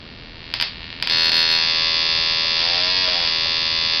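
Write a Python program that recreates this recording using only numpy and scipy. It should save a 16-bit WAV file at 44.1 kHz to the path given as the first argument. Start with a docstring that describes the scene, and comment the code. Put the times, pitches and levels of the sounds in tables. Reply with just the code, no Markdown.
"""An electric spark buzzes at a spark plug as a homemade driver pulses a coil about 82 times a second.
At first the coil only ticks and a few lone sparks snap over; then the spark catches, and its quick
cracks blend into a buzz. A hand uncovers the plug, changing the tone, then turns the pulse rate up and
down with a knob. Fingers bump a wooden board, and the workshop rumbles and hisses faintly.
The high treble is lost, and the loudest cracks overload."""
import sys
import numpy as np
from scipy import signal
from scipy.fft import rfft, irfft, next_fast_len
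from scipy.io import wavfile
from scipy.ndimage import uniform_filter1d, map_coordinates

SR = 44100
rng = np.random.default_rng(int(sys.argv[2]) if len(sys.argv) > 2 else 0)


def digitize_waveform(pressure):
    """Quantize a signal to 16-bit integers and store it at the path in sys.argv[1].

    Rows of a 2-D input are taken as channels; values are limited to [-1, 1].
    """
    field = np.atleast_2d(pressure).T
    bounded = np.clip(field, -1, 1)
    quanta = np.round(bounded * 32767).astype(np.int16)
    wavfile.write(sys.argv[1], SR, quanta)


N = 176400  # 4 seconds

# tone of the room's rumble and of its hiss (frequency [Hz], relative level [dB])
RUMBLE_TONE = [(12, -31), (20, -1.5), (117, -2.5), (173, -6), (295, -9), (338, -14), (369, -11),
               (700, -22.5), (910, -54.5), (1540, -120)]
HISS_TONE = [(300, -3), (700, -1.5), (2000, -5), (4000, -7), (4500, -1.5), (5100, -9), (5600, -18.5),
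             (6300, -31.5)]
# how long the room rings; a fade time, or t60, is the time to drop 60 dB (frequency [Hz], fade time [s])
ROOM_FADE = [(400, 0.16), (1500, 0.28), (3500, 0.32), (6000, 0.24)]
# notes at which the room and the board ring (frequency [Hz], relative level [dB], fade time [s])
ROOM_NOTES = [(514, -42, .2), (637, -39.5, 0.18), (782, -38, 0.24), (999, -43.5, 0.18)]
BOARD_NOTES = [(600, 2, 0.061), (800, -2, 0.045), (1190, -1, 0.044)]
# fingers bumping the board (time [s], peak level [dB])
BUMPS = [(2.179, -30), (2.448, -24.5), (3.079, -20.5), (3.459, -24)]
# how often the driver fires the coil (time [s], rate [Hz])
PULSE_RATE = [(0, 82.3), (1.0, 82.35), (1.1, 81.66), (2.57, 81.65), (2.7, 85.9), (2.82, 90), (2.9, 91.6),
              (3.01, 91.7), (3.1, 89.2), (3.21, 84), (3.29, 81.68)]
# strength of the ticking (time [s], level [dB])
TICK_LEVEL = [(0, -43.5), (.35, -43), (.52, -38.5), (.75, -38.5), (.86, -38), (.96, -39), (1.1, -33)]
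# ticks that are harder than the rest (time [s], extra level [dB])
HARD_TICKS = [(.369, 2), (.442, 3.5), (.831, 3.5), (.843, 6.5), (.904, 4), (.928, 7.5), (1.001, 4.5)]
# lone sparks before the buzz starts (time [s], level [dB])
SNAPS = [(.5394, -18), (.6002, -20), (.6123, -17), (0.6248, -16.5), (1.0255, -16.5), (1.0735, -18)]
# tone of a tick and of a lone spark (frequency [Hz], relative level [dB])
TICK_TONE = [(350, -31), (700, -13.5), (1000, -10.5), (1300, -15), (1800, -2), (2200, -7.5), (2750, -0.5),
             (3200, -3), (3600, -4), (4200, -4.5), (4800, -6), (5200, -15.5), (5600, -26), (6300, -34)]
SNAP_TONE = [(200, -26.5), (400, -19), (600, -13), (800, -13), (1000, -6), (1350, -10.5), (1850, -4.5),
             (2600, -1.5), (3500, -1), (3900, -2), (4400, 4), (5100, 0.5), (5600, -15), (6300, -28.5)]
# strength of the buzzing spark (time [s], level [dB])
SPARK_LEVEL = [(1.1, -17), (1.25, -16.5), (1.4, -15.5), (1.46, -17), (1.52, -15.5), (1.58, -18), (2.0, -19),
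               (2.55, -19.5), (2.65, -19.5), (2.82, -20), (2.97, -19), (3.1, -20), (3.3, -20),
               (3.65, -20.5), (4.0, -19.5)]
# how much of the plug the hand has uncovered (time [s], share [0-1])
UNCOVERED = [(1.55, 0.04), (1.62, 0.6), (1.82, 0.85)]
# how late the echo off the moving hand arrives (time [s], delay [s])
HAND_DELAY = [(1.1, 0.00062), (1.5, 0.0006), (1.62, 0.0012), (1.85, .0019), (2.1, 0.0022), (3.3, .0021),
              (3.65, 0.00219), (3.8, 0.002), (4.0, 0.0024)]
# harmonics of the buzz, plug covered and plug open (multiple of IDLE_HZ [number], relative level [dB])
COVERED_HARMONICS = [(1, -32.5), (2, -24), (3, -22.5), (4, -21.5), (5, -17.5), (6, -21.5), (7, -14),
                     (8, -28), (9, -19), (10, -15), (11, -19), (12, -11.5), (13, -15.5), (14, -17),
                     (15, -19), (16, -18), (17, -16), (18, -16.5), (19, -16), (20, -15.5), (21, -10.5),
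                     (22, -11), (23, -11), (24, -22), (25, -9), (26, -22.5), (27, -10), (28, -16.5),
                     (29, -23.5), (30, -11), (31, -6.5), (32, -14.5), (33, -4.5), (34, -10), (35, -11.5),
                     (36, -8), (37, -27), (38, -16), (39, -12.5), (40, -10), (41, -10), (42, -13),
                     (43, -9.5), (44, -2.5), (45, -11), (46, -9), (47, -2), (48, -25), (49, -28), (50, -13),
                     (51, -1.5), (52, 0), (53, 2.5), (54, 1), (55, -17), (56, -17.5), (57, -7.5),
                     (58, -6.5), (59, -4), (60, -12), (61, -12), (62, -3), (63, -18), (64, -11), (65, -16),
                     (66, -19.5), (67, -29), (68, -39), (69, -15.5), (70, -22), (71, -24), (72, -31.5),
                     (73, -25), (74, -37.5)]
OPEN_HARMONICS = [(1, -28), (2, -27.5), (3, -25.5), (4, -22), (5, -18.5), (6, -21.5), (7, -12), (8, -17.5),
                  (9, -22), (10, -17), (11, -25.5), (12, -14.5), (13, -10), (14, -13), (15, -19),
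                  (16, -15.5), (17, -24), (18, -26), (19, -34), (20, -15), (21, -11), (22, -14.5),
                  (23, -16), (24, -14.5), (25, -7), (26, -16.5), (27, -13.5), (28, -19.5), (29, -10),
                  (30, -24), (31, -7.5), (32, -13), (33, -5), (34, -8), (35, -27), (36, -3.5), (37, -27),
                  (38, -16), (39, -16), (40, -12.5), (41, -3), (42, -4.5), (43, -2), (44, -3), (45, -3.5),
                  (46, -12), (47, -8.5), (48, -9), (49, -12), (50, -1), (51, -13), (52, -6), (53, -4.5),
                  (54, -3.5), (55, 0), (56, -5.5), (57, -9.5), (58, 0), (59, -6), (60, -1), (61, -8),
                  (62, -4), (63, -5.5), (64, -11.5), (65, -13), (66, -20), (67, -16), (68, -25),
                  (69, -30.5), (70, -20), (71, -23.5), (72, -25), (73, -23.5), (74, -32)]
# how the room colours the ring of the buzzing spark (frequency [Hz], boost [dB])
ROOM_COLOUR = [(250, 2), (400, 2.5), (520, 2), (800, 4.5), (1100, 0.5), (1800, 0), (2700, -0.5),
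               (3500, -1.5), (4300, 1), (5200, 0.5)]

IDLE_HZ, CATCH_S, MISFIRE_S = 81.65, 1.0982, 1.307  # resting pulse rate, start of the buzz, missed spark
JITTER_S, SPARK_SCATTER_DB, TICK_SCATTER_DB = 3e-6, 0.57, 0.95  # random change from pulse to pulse
HAND_SWAY_S, HAND_ECHO_DB = 2.5e-5, -17
EARLY_LEAN = 0.48  # tone shaping acts most at the start of each crack (0-1)
RUMBLE_DB, HISS_DB = -42, -46.5
SOFT_LIMIT, HARD_LIMIT, TREBLE_EDGE_HZ, TOP_HZ = 0.76, 0.6, 6000, 16000


def amp(db):
    """Turn decibels into a number to multiply by."""
    return 10 ** (np.asarray(db) / 20)


def unit(x):
    """Scale a sound to an average strength (rms) of 1."""
    return x / np.sqrt(np.mean(x ** 2) + 1e-20)


def at_frequency(points, hz):
    """Read between the rows of a (frequency, value) table, on a log scale of frequency."""
    frequencies, values = np.transpose(points)
    return np.interp(np.log(hz + 1), np.log(frequencies + 1), values)


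def at_time(points, times):
    """Read between the rows of a (time, value) table."""
    return np.interp(times, *np.transpose(points))


def filtered(x, gain_at):
    """Multiply each frequency in a sound by gain_at(frequency)."""
    size = next_fast_len(N + SR // 2)
    return irfft(rfft(x, size) * gain_at(np.fft.rfftfreq(size, 1 / SR)), size)[:N]


def coloured(x, tone):
    """Give a sound a tone, using a filter that rings only after each click, never before."""
    size = 8192
    cepstrum = irfft(np.log(amp(at_frequency(tone, np.fft.rfftfreq(size, 1 / SR)))))
    cepstrum[1:size // 2] *= 2  # move the early half of the ringing to after the click
    cepstrum[size // 2 + 1:] = 0
    ring = irfft(np.exp(rfft(cepstrum)))[:size // 2]
    return signal.fftconvolve(x, ring)[:len(x)]


def clicks(times, sizes):
    """Sharp clicks at exact times, even between two samples."""
    index = np.floor(times * SR).astype(int)[:, None] + np.arange(-7, 9)
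    offset = index - times[:, None] * SR
    taps = sizes[:, None] * np.sinc(offset) * np.cos(np.pi * offset / 16) ** 2
    return np.bincount(np.clip(index, 0, N).ravel(), taps.ravel(), N + 1)[:N]


def played(train, sound):
    """Play the sound once for every click in the train."""
    return signal.fftconvolve(train, sound)[:N]


def unit_when_repeated(sound):
    """Scale a short sound so that repeating it at the resting rate gives an rms near 1."""
    return sound / np.linalg.norm(sound) * np.sqrt(SR / IDLE_HZ)


def ringing(notes, t):
    """Add up pure tones that each die away."""
    return sum(amp(db - 60 * t / t60) * np.sin(2 * np.pi * hz * t) for hz, db, t60 in notes)


def background():
    """The room's low rumble and faint hiss: two steady, filtered noises."""
    def noise(tone):
        return unit(filtered(rng.standard_normal(N), lambda hz: amp(at_frequency(tone, hz))))
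    return amp(RUMBLE_DB) * noise(RUMBLE_TONE) + amp(HISS_DB) * noise(HISS_TONE)


def workshop(near_db, near_t60, room_db, echoes=()):
    """A click in the room: direct sound, scatter off the nearby board, echoes and a ringing tail."""
    hz, frame_times, spectrum = signal.stft(rng.standard_normal(SR // 2), SR, nperseg=256)
    fade = amp(-60 * frame_times / at_frequency(ROOM_FADE, hz)[:, None])
    tail = signal.istft(spectrum * fade, SR, nperseg=256)[1]
    t = np.arange(len(tail)) / SR
    tail *= 1 - np.exp(-t / 0.0059)  # the tail takes a moment to build
    near = rng.standard_normal(len(t)) * amp(-60 * t / near_t60) * (1 - np.exp(-t / 0.00028))
    sound = (amp(near_db) * unit(near) + amp(room_db) * unit(tail)) / np.sqrt(len(t))
    sound[0] += 1  # the direct sound
    for delay_s, gain in echoes:
        sound[round(delay_s * SR)] += gain
    return sound / np.linalg.norm(sound) + amp(room_db - 9.5) * ringing(ROOM_NOTES, t)


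def finger_bumps():
    """Fingers knock softly on the wooden board, which rings briefly."""
    ring = ringing(BOARD_NOTES, np.arange(SR // 4) / SR)
    times, db = np.transpose(BUMPS)
    return played(clicks(times, amp(db)), ring / abs(ring).max())


def driver_firings():
    """The times when the driver fires the coil, once per cycle."""
    t = np.arange(N) / SR
    cycles = np.cumsum(at_time(PULSE_RATE, t)) / SR
    cycles -= np.interp(CATCH_S, t, cycles)  # one firing lands just as the spark catches
    return np.interp(np.arange(np.ceil(cycles[0]), cycles[-1]), cycles, t)


def coil_ticks(firings):
    """Until the spark catches, each firing gives a small dry tick."""
    times = firings[firings < CATCH_S]
    db = at_time(TICK_LEVEL, times) + TICK_SCATTER_DB * rng.standard_normal(len(times))
    for when, extra_db in HARD_TICKS:
        db[np.argmin(abs(times - when))] += extra_db
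    train = clicks(times + rng.normal(0, 8e-6, len(times)), amp(db))
    tick = coloured(workshop(near_db=-7.5, near_t60=0.014, room_db=-4.5), TICK_TONE)
    return played(train, unit_when_repeated(tick))


def lone_sparks():
    """A few sparks jump before the buzz starts, each a dry snap that the room answers."""
    times, db = np.transpose(SNAPS)
    snap = coloured(workshop(near_db=-0.5, near_t60=0.01, room_db=-3.0), SNAP_TONE)
    return played(clicks(times, amp(db)), unit_when_repeated(snap))


def spark_crack(room, harmonics):
    """One spark in the room, shaped so that repeating it gives roughly the listed harmonics."""
    multiple, db = np.transpose(harmonics)
    hz, period = np.round(multiple) * IDLE_HZ, round(SR / IDLE_HZ)
    wanted = amp(db) * period / np.sqrt(2 * np.sum(amp(db) ** 2))  # for a buzz of rms 1
    broad_db = 10 * np.log10(uniform_filter1d(wanted ** 2, size=5))
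    crack = coloured(room, np.c_[hz, broad_db + at_frequency(ROOM_COLOUR, hz)])
    # tone shaping gives each harmonic of the buzz about its listed strength
    size = 2 ** 19
    present = rfft(crack, size)[np.round(hz * size / SR).astype(int)]
    change = present * (wanted / abs(present) - 1)
    waves = np.exp(2j * np.pi * np.outer(np.arange(period) / SR, hz))
    tone_shaping = 2 / period * (waves @ change).real
    crack[:period] += tone_shaping * np.linspace(1 + EARLY_LEAN, 1 - EARLY_LEAN, period)
    return crack


def spark_buzz(firings):
    """Once caught, the spark jumps at every firing but one; its tone changes as the hand lifts."""
    half_period = 0.5 / IDLE_HZ
    times = firings[(firings > CATCH_S - half_period) & (abs(firings - MISFIRE_S) > half_period)]
    times = times + JITTER_S * rng.standard_normal(len(times))
    sizes = amp(at_time(SPARK_LEVEL, times) + SPARK_SCATTER_DB * rng.standard_normal(len(times)))
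    uncovered = at_time(UNCOVERED, times)
    sway = map_coordinates(rng.standard_normal(40), [times * 4], mode="mirror")  # slow, smooth drift
    echo_times = times + at_time(HAND_DELAY, times) + HAND_SWAY_S * sway

    def buzz(gains, room, harmonics):
        train = clicks(times, gains) + clicks(echo_times, gains * amp(HAND_ECHO_DB))
        return played(train, spark_crack(room, harmonics))

    covered_room = workshop(near_db=1, near_t60=0.011, room_db=-3)
    open_room = workshop(near_db=-1, near_t60=0.013, room_db=0.5, echoes=[(0.0012, 0.94), (0.0043, 0.48)])
    covered_buzz = buzz(sizes * (1 - uncovered) ** 0.81, covered_room, COVERED_HARMONICS)
    open_buzz = buzz(sizes * uncovered ** 0.52, open_room, OPEN_HARMONICS)
    return covered_buzz + open_buzz


def scene():
    """Coil, sparks, fingers and room, all heard at one microphone."""
    firings = driver_firings()
    mix = coil_ticks(firings) + lone_sparks() + spark_buzz(firings) + finger_bumps() + background()
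    return mix[None]


def record(dry):
    """Loud peaks are squashed, the high treble is lost, and the loudest cracks clip harshly."""
    squashed = dry[0] / (1 + abs(dry[0] / SOFT_LIMIT) ** 4) ** (1 / 4)
    dulled = filtered(squashed, lambda hz: amp(-np.clip((hz - TREBLE_EDGE_HZ) / 55, 0, 12) ** 2))
    flattened = np.clip(dulled, -HARD_LIMIT, HARD_LIMIT)
    return filtered(flattened, lambda hz: hz < TOP_HZ)[None]


dry = scene()
out = record(dry)
digitize_waveform(out)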